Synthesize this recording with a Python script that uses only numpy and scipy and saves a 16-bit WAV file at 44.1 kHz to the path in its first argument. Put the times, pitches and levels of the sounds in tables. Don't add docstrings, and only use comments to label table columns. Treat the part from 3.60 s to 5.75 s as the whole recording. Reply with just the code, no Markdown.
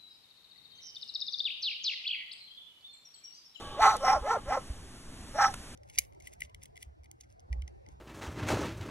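import sys
import numpy as np
from scipy import signal
from scipy.fft import rfft, irfft, next_fast_len
from scipy.io import wavfile
from scipy.ndimage import map_coordinates

SR = 44100
rng = np.random.default_rng(int(sys.argv[2]) if len(sys.argv) > 2 else 0)


def int16_out(signal):
    q = np.round(np.clip(np.atleast_2d(signal).T, -1, 1) * 32767)
    wavfile.write(sys.argv[1], SR, q.astype(np.int16))


N = 94815
TIME = np.arange(N) / SR


def amp(db):
    return 10 ** (np.asarray(db) / 20)


def unit(x):
    return x / np.sqrt(np.mean(x ** 2) + 1e-20)


def along(points, hz):
    f, v = np.transpose(points)
    return np.interp(np.log(hz + 1), np.log(f + 1), v)


def wobble(rate):
    return map_coordinates(rng.standard_normal(int(N * rate / SR) + 4), [TIME * rate])


def filtered(x, response):
    size = next_fast_len(N + SR // 2)
    return irfft(rfft(x, size) * response(np.fft.rfftfreq(size, 1 / SR)), size)[..., :N]


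def ring(x, peaks):
    bandpass = lambda f, c, w: 1j * f * w / (c * c - f * f + 1j * f * w)
    return unit(filtered(x, lambda f: sum(amp(db) * bandpass(f, c, w) ** 2 for c, w, db in peaks)))


# f/Hz, correlation
BED_CORRELATION = [(40, 0.97), (200, 0.99), (1500, 0.75), (3000, 0.84), (6000, 1), (11000, 0.66)]
def noise_bed(spectrum):
    def shape(hz):
        spread = np.arccos(along(BED_CORRELATION, hz)) / 2
        return amp(along(spectrum, hz)) * [np.cos(spread), np.sin(spread)]
    mid, side = filtered(rng.standard_normal((2, N)), shape)
    return unit(np.array([mid + side, mid - side]))


# f/Hz, relative level/dB
HISS_EQ = [(150, -35), (300, -5.5), (500, -1.5), (1000, -3.5), (2500, -7.5), (5000, -8.5), (8000, -10.5),
           (11300, -11.5), (12000, -20)]
# t/s, level/dB
HISS_FADER = [(0, -54), (.18, -58.5), (.4, -52), (.62, -55.5), (.83, -56), (1.05, -53.5), (1.45, -53),
              (1.75, -50.5), (2.15, -50.5)]
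def hiss():
    level_db = np.interp(TIME, *np.transpose(HISS_FADER)) - 0.7 * wobble(9.44)
    return amp(level_db) * noise_bed(HISS_EQ)


# f/Hz, relative level/dB
RUMBLE_EQ = [(18, 0.5), (30, -0.5), (50, -2), (110, -4), (160, -9.5), (250, -8), (400, -16.5), (700, -44.5)]
# t/s, level/dB
RUMBLE_FADER = [(0.0, -47.5), (0.14, -48.5), (0.51, -45.5), (0.69, -49), (0.95, -47), (1.05, -49.5),
                (1.47, -49.5), (1.63, -46.5), (2.15, -48.5)]
def rumble():
    level_db = np.interp(TIME, *np.transpose(RUMBLE_FADER)) + wobble(9.84)
    return amp(level_db) * noise_bed(RUMBLE_EQ)


# f/Hz, width/Hz, relative level/dB
DRONE_PEAKS = [(477, 600, -5.5), (809, 76, 0.5), (1128, 36, 7), (1260, 44, -6), (1628, 27, -2),
               (3045, 74, -4), (3240, 1500, -11.5)]
def drone(start_db=-42, t60_s=3.06):
    level_db = start_db - 60 * TIME / t60_s + 1.4 * wobble(37.4)
    return amp(level_db) * ring(rng.standard_normal(N), DRONE_PEAKS)


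def rasp(rate_hz, drift=.01, jitter_cycles=.022, shimmer_db=2):
    cycles = np.cumsum(rate_hz * (1 + drift * wobble(25))) / SR
    onsets = np.flatnonzero(np.diff(np.floor(cycles)))
    timing, size = rng.standard_normal((N // 40, 2))[:len(onsets)].T
    onsets += np.round(timing * jitter_cycles * SR / rate_hz[onsets]).astype(int)
    pulses = np.bincount(np.clip(onsets, 0, N - 1), amp(shimmer_db * size), N)
    breath = rng.standard_normal(N) * np.exp(-1.3 * (cycles % 1))
    return unit(pulses - pulses.mean()), unit(breath), cycles


def bark_tone(pitch_hz, rasp_cycles, wander=.03, octave_db=-24, beat_depth=.22):
    phase = 2 * np.pi * np.cumsum(pitch_hz * (1 + wander * wobble(200))) / SR
    tone = np.sqrt(2) * (np.sin(phase) + amp(octave_db) * np.sin(2 * phase))
    return tone * (1 + beat_depth * np.cos(2 * np.pi * rasp_cycles))


# f/Hz, width/Hz, relative level/dB
BODY_PEAKS = [(466, 360, -3), (821, 167, -4.5), (1038, 79, 0), (1293, 153, -4.5)]
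UPPER_PEAKS = [(1592, 134, 7.5), (1767, 89, 9), (2013, 87, 9.5), (2373, 91, 2.5), (2960, 560, -7.5)]
SHEEN_PEAKS = [(8330, 400, -38.5), (10400, 3500, -12)]
def throat(trims_db, bite):
    low_db, middle_db, upper_db, sheen_db = trims_db
    bite_hz, below_db, above_db = bite
    body = [(f, w, db + trim) for (f, w, db), trim in zip(BODY_PEAKS, (low_db, 0, middle_db, 0))]
    upper = [(f, w, db + upper_db) for f, w, db in UPPER_PEAKS[:2]] + UPPER_PEAKS[2:]
    treble = [(4100, 800, below_db), (bite_hz, 660, 0), (7270, 800, above_db)]
    sheen = [(f, w, db + sheen_db) for f, w, db in SHEEN_PEAKS]
    return body, upper, treble + sheen


# t/s, tone f/Hz, tone level/dB, strongest rasp overtone f/Hz,
# body level/dB, upper level/dB, treble level/dB before its lift
BARK_CURVES = [
    [(0.18, 537.8, -37.5, 1264, -45, -51, -72), (0.2, 711.7, -26.5, 1264, -41, -46, -55.5),
     (0.218, 878.4, -24, 1332, -27, -31, -49), (0.228, 857, -23.5, 1253, -19.5, -26.5, -43),
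     (0.252, 847.4, -22.5, 1321, -15.5, -28, -44.5), (0.268, 767, -15.5, 1276, -24.5, -32, -43.5),
     (0.282, 784, -26, 1267, -15.5, -43.5, -45.5), (0.312, 814, -30, 1366, -28, -31.5, -48),
     (0.334, 769, -29.5, 1286, -29.5, -61, -51), (0.36, 550, -35, 1286, -32, -48, -57),
     (0.375, 484, -40, 1338, -68, -56, -60)],
    [(0.41, 536.7, -40.5, 1318, -48, -58, -68), (0.434, 584, -29, 1360, -33, -55, -54.5),
     (0.454, 792.5, -25.5, 1325, -31, -36, -46.5), (0.472, 779.3, -30, 1284, -23, -39, -49),
     (0.482, 769, -21, 1348, -27, -31.5, -45), (0.51, 790.5, -23, 1310, -26, -35, -48.5),
     (0.532, 872, -22.5, 1301, -28.5, -37.5, -47), (0.54, 815, -22.5, 1323, -24.5, -50, -52),
     (0.56, 664, -28, 1396, -27, -43.5, -55), (0.576, 584, -30.5, 1314, -37.5, -59, -61),
     (0.6, 586, -49, 1270, -46.5, -78, -75)],
    [(0.63, 466.2, -45.5, 1251, -42.5, -68, -89), (0.66, 592.4, -27.5, 1233, -44.5, -48, -65),
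     (0.678, 717, -31, 1305, -29, -43.5, -61), (0.69, 819, -26.5, 1343, -42, -42.5, -57.5),
     (0.708, 819, -29.5, 1322, -24.5, -38.5, -57.5), (0.718, 848, -62, 1446, -23.5, -46, -55),
     (0.73, 894, -39, 1370, -23, -56, -54.5), (0.75, 755, -28.5, 1352, -30.5, -52, -60),
     (0.762, 675, -33, 1432, -27, -51, -64), (0.772, 520, -28.5, 1175, -35, -56, -70),
     (0.79, 460, -65, 1248, -43.5, -73, -88)],
    [(0.865, 509.5, -47, 1292, -53, -60, -81), (0.889, 563, -32, 1374, -39, -48.5, -62),
     (0.903, 704, -31, 1374, -47, -39.5, -58), (0.911, 791, -27, 1401, -38.5, -41.5, -61),
     (0.925, 782, -27, 1265, -25, -37.5, -57), (0.937, 793, -26.5, 1312, -31, -40, -52.5),
     (0.947, 807, -47, 1406, -32.5, -45, -59), (0.957, 872, -24, 1386, -26, -44, -59),
     (0.963, 763, -36, 1332, -40.5, -47, -62), (0.977, 530, -26, 1318, -33, -49, -63),
     (1.0, 467, -55, 1278, -46, -67, -72)],
    [(1.745, 532.5, -49, 1412, -48.5, -60, -68), (1.759, 610.4, -29.5, 1410, -45, -50, -63),
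     (1.769, 657, -48, 1378, -42, -48, -57.5), (1.787, 727.4, -24.5, 1354, -32.5, -36, -54),
     (1.807, 778.7, -55, 1337, -16.5, -32.5, -49.5), (1.821, 824, -19.5, 1313, -25, -29.5, -40),
     (1.853, 811, -34, 1311, -20, -27.5, -49), (1.865, 811, -75, 1281, -22, -59, -42.5),
     (1.883, 794, -26.5, 1295, -38.5, -36, -53), (1.899, 830, -35.5, 1335, -56, -68, -66),
     (1.91, 770, -46, 1320, -71, -55, -63)],
]
# low body/dB, middle body/dB,
# first two upper peaks/dB, sheen/dB
BARK_VOICING = [(6, -18.5, -3.5, -4, -4), (5, -9.5, -3, -5.5, -11), (3, -9, 3.5, -1.5, -4.5),
                (5, -6.5, -3.5, -2, -6), (5, -36, -15, 6.5, -13)]
# resonance f/Hz, relative level/dB of the peak below, of the peak above
BARK_BITE = [(5870, 1.5, -8), (5494, -11.5, -20), (5780, -3.5, -8), (5580, -5, -9.5), (5660, -8.5, -19)]
def cockatoo(edge_s=.013, flutter_db=2, treble_lift_db=9.5, low_cut_hz=380):
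    barks = np.zeros(N)
    for curves, (overtone, *trims_db), bite in zip(BARK_CURVES, BARK_VOICING, BARK_BITE):
        times, *lanes = np.transpose(curves)
        pitch_hz, tone_db, overtone_hz, body_db, upper_db, treble_db = (
            np.interp(TIME, times, lane) for lane in lanes)
        fade_in = np.clip((TIME - times[0]) / edge_s + 1, 0, 1)
        fade_out = np.clip((times[-1] - TIME) / edge_s + 1, 0, 1)
        pulses, breath, cycles = rasp(overtone_hz / overtone)
        buzzy, breathy = (np.sqrt(1 - share) * pulses + np.sqrt(share) * breath for share in (.08, .75))
        body, upper, treble = throat(trims_db, bite)
        voice = bark_tone(pitch_hz, cycles) * amp(tone_db + flutter_db * wobble(180))
        voice += amp(body_db) * ring(buzzy, body)
        voice += amp(upper_db) * ring(buzzy, upper)
        voice += amp(treble_db + treble_lift_db) * ring(breathy, treble)
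        barks += fade_in * fade_out * voice
    return filtered(barks, lambda f: (1j * f / (low_cut_hz + 1j * f)) ** 2)


# f/Hz, t60/s
WALL_DECAY = [(300, .16), (1500, .16), (8000, .12)]
def garden_walls(x, predelay_samples=200):
    hz, t, noise = signal.stft(rng.standard_normal((2, SR // 2)), SR, nperseg=256)
    decay = amp(-60 * t / along(WALL_DECAY, hz)[:, None])
    tail = signal.istft(noise * decay, SR, nperseg=256)[1]
    delayed = np.pad(x, (predelay_samples, 0))[None]
    return signal.fftconvolve(delayed, tail / np.linalg.norm(tail[0]), axes=1)[:, :N]


# t/s, envelope peak level/dB, f/Hz
BUMP_CUES = [(0.221, -36, 53.6), (0.567, -34.5, 59.4), (0.622, -31.5, 54.45), (0.89, -34, 51.7),
             (1.11, -27.5, 58), (1.229, -39.5, 55), (1.65, -40, 57.7)]
def microphone_bumps(rise_s=.0072, early_s=.01):
    thuds = np.zeros(N)
    for cue_s, db, hz in BUMP_CUES:
        age = np.clip(TIME - cue_s + early_s, 0, None)
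        envelope = age / rise_s * np.exp(1 - age / rise_s)
        thuds += amp(db) * envelope * np.sin(2 * np.pi * hz * age)
    return thuds


# t/s, level/dB before the EQ, low cut f/Hz, high cut f/Hz, Gaussian width/s
TICK_CUES = [(0.368, -26, 4470, 10900, 0.0021), (1.942, -22, 577, 2430, 0.0022)]
def ticks():
    bursts = np.zeros(N)
    for cue_s, db, low, high, width_s in TICK_CUES:
        envelope = np.exp(-.5 * ((TIME - cue_s) / width_s) ** 2)
        band = lambda f: (f / low) ** 2 / (1 + (f / low) ** 2) / (1 + f / high)
        bursts += amp(db) * envelope * filtered(rng.standard_normal(N), band)
    return bursts


def scene(echo_db=-17):
    bird = cockatoo()
    direct = bird + drone() + microphone_bumps() + ticks()
    pan = amp([[-.4], [.4]])
    return direct * pan + amp(echo_db) * garden_walls(bird) + hiss() + rumble()


def gain_control(x, threshold_db=-27, db_per_db=.099, response_s=.49, start_db=-21.5):
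    pole = np.exp(-1 / (response_s * SR))
    power = signal.lfilter([1 - pole], [1, -pole], np.mean(x ** 2, axis=0), zi=[amp(start_db) ** 2])[0]
    over_db = np.clip(10 * np.log10(power + 1e-12) - threshold_db, 0, None)
    return x * amp(-db_per_db * over_db)


# f/Hz, phase/rad
LEFT_LEAD = [(2200, 1.45), (3600, 1.37), (4200, 3.73), (5300, 2.72), (5800, 5.43), (9800, 6.88),
             (11500, 8.5)]
def record(dry):
    centred_below_hz, top_hz = 1620, 11970
    lead = [(centred_below_hz, 0.)] + LEFT_LEAD
    widened = filtered(dry, lambda hz: np.exp(.5j * along(lead, hz) * np.array([[1], [-1]])))
    return filtered(gain_control(widened), lambda hz: hz < top_hz)


dry = scene()
out = record(dry)
int16_out(out)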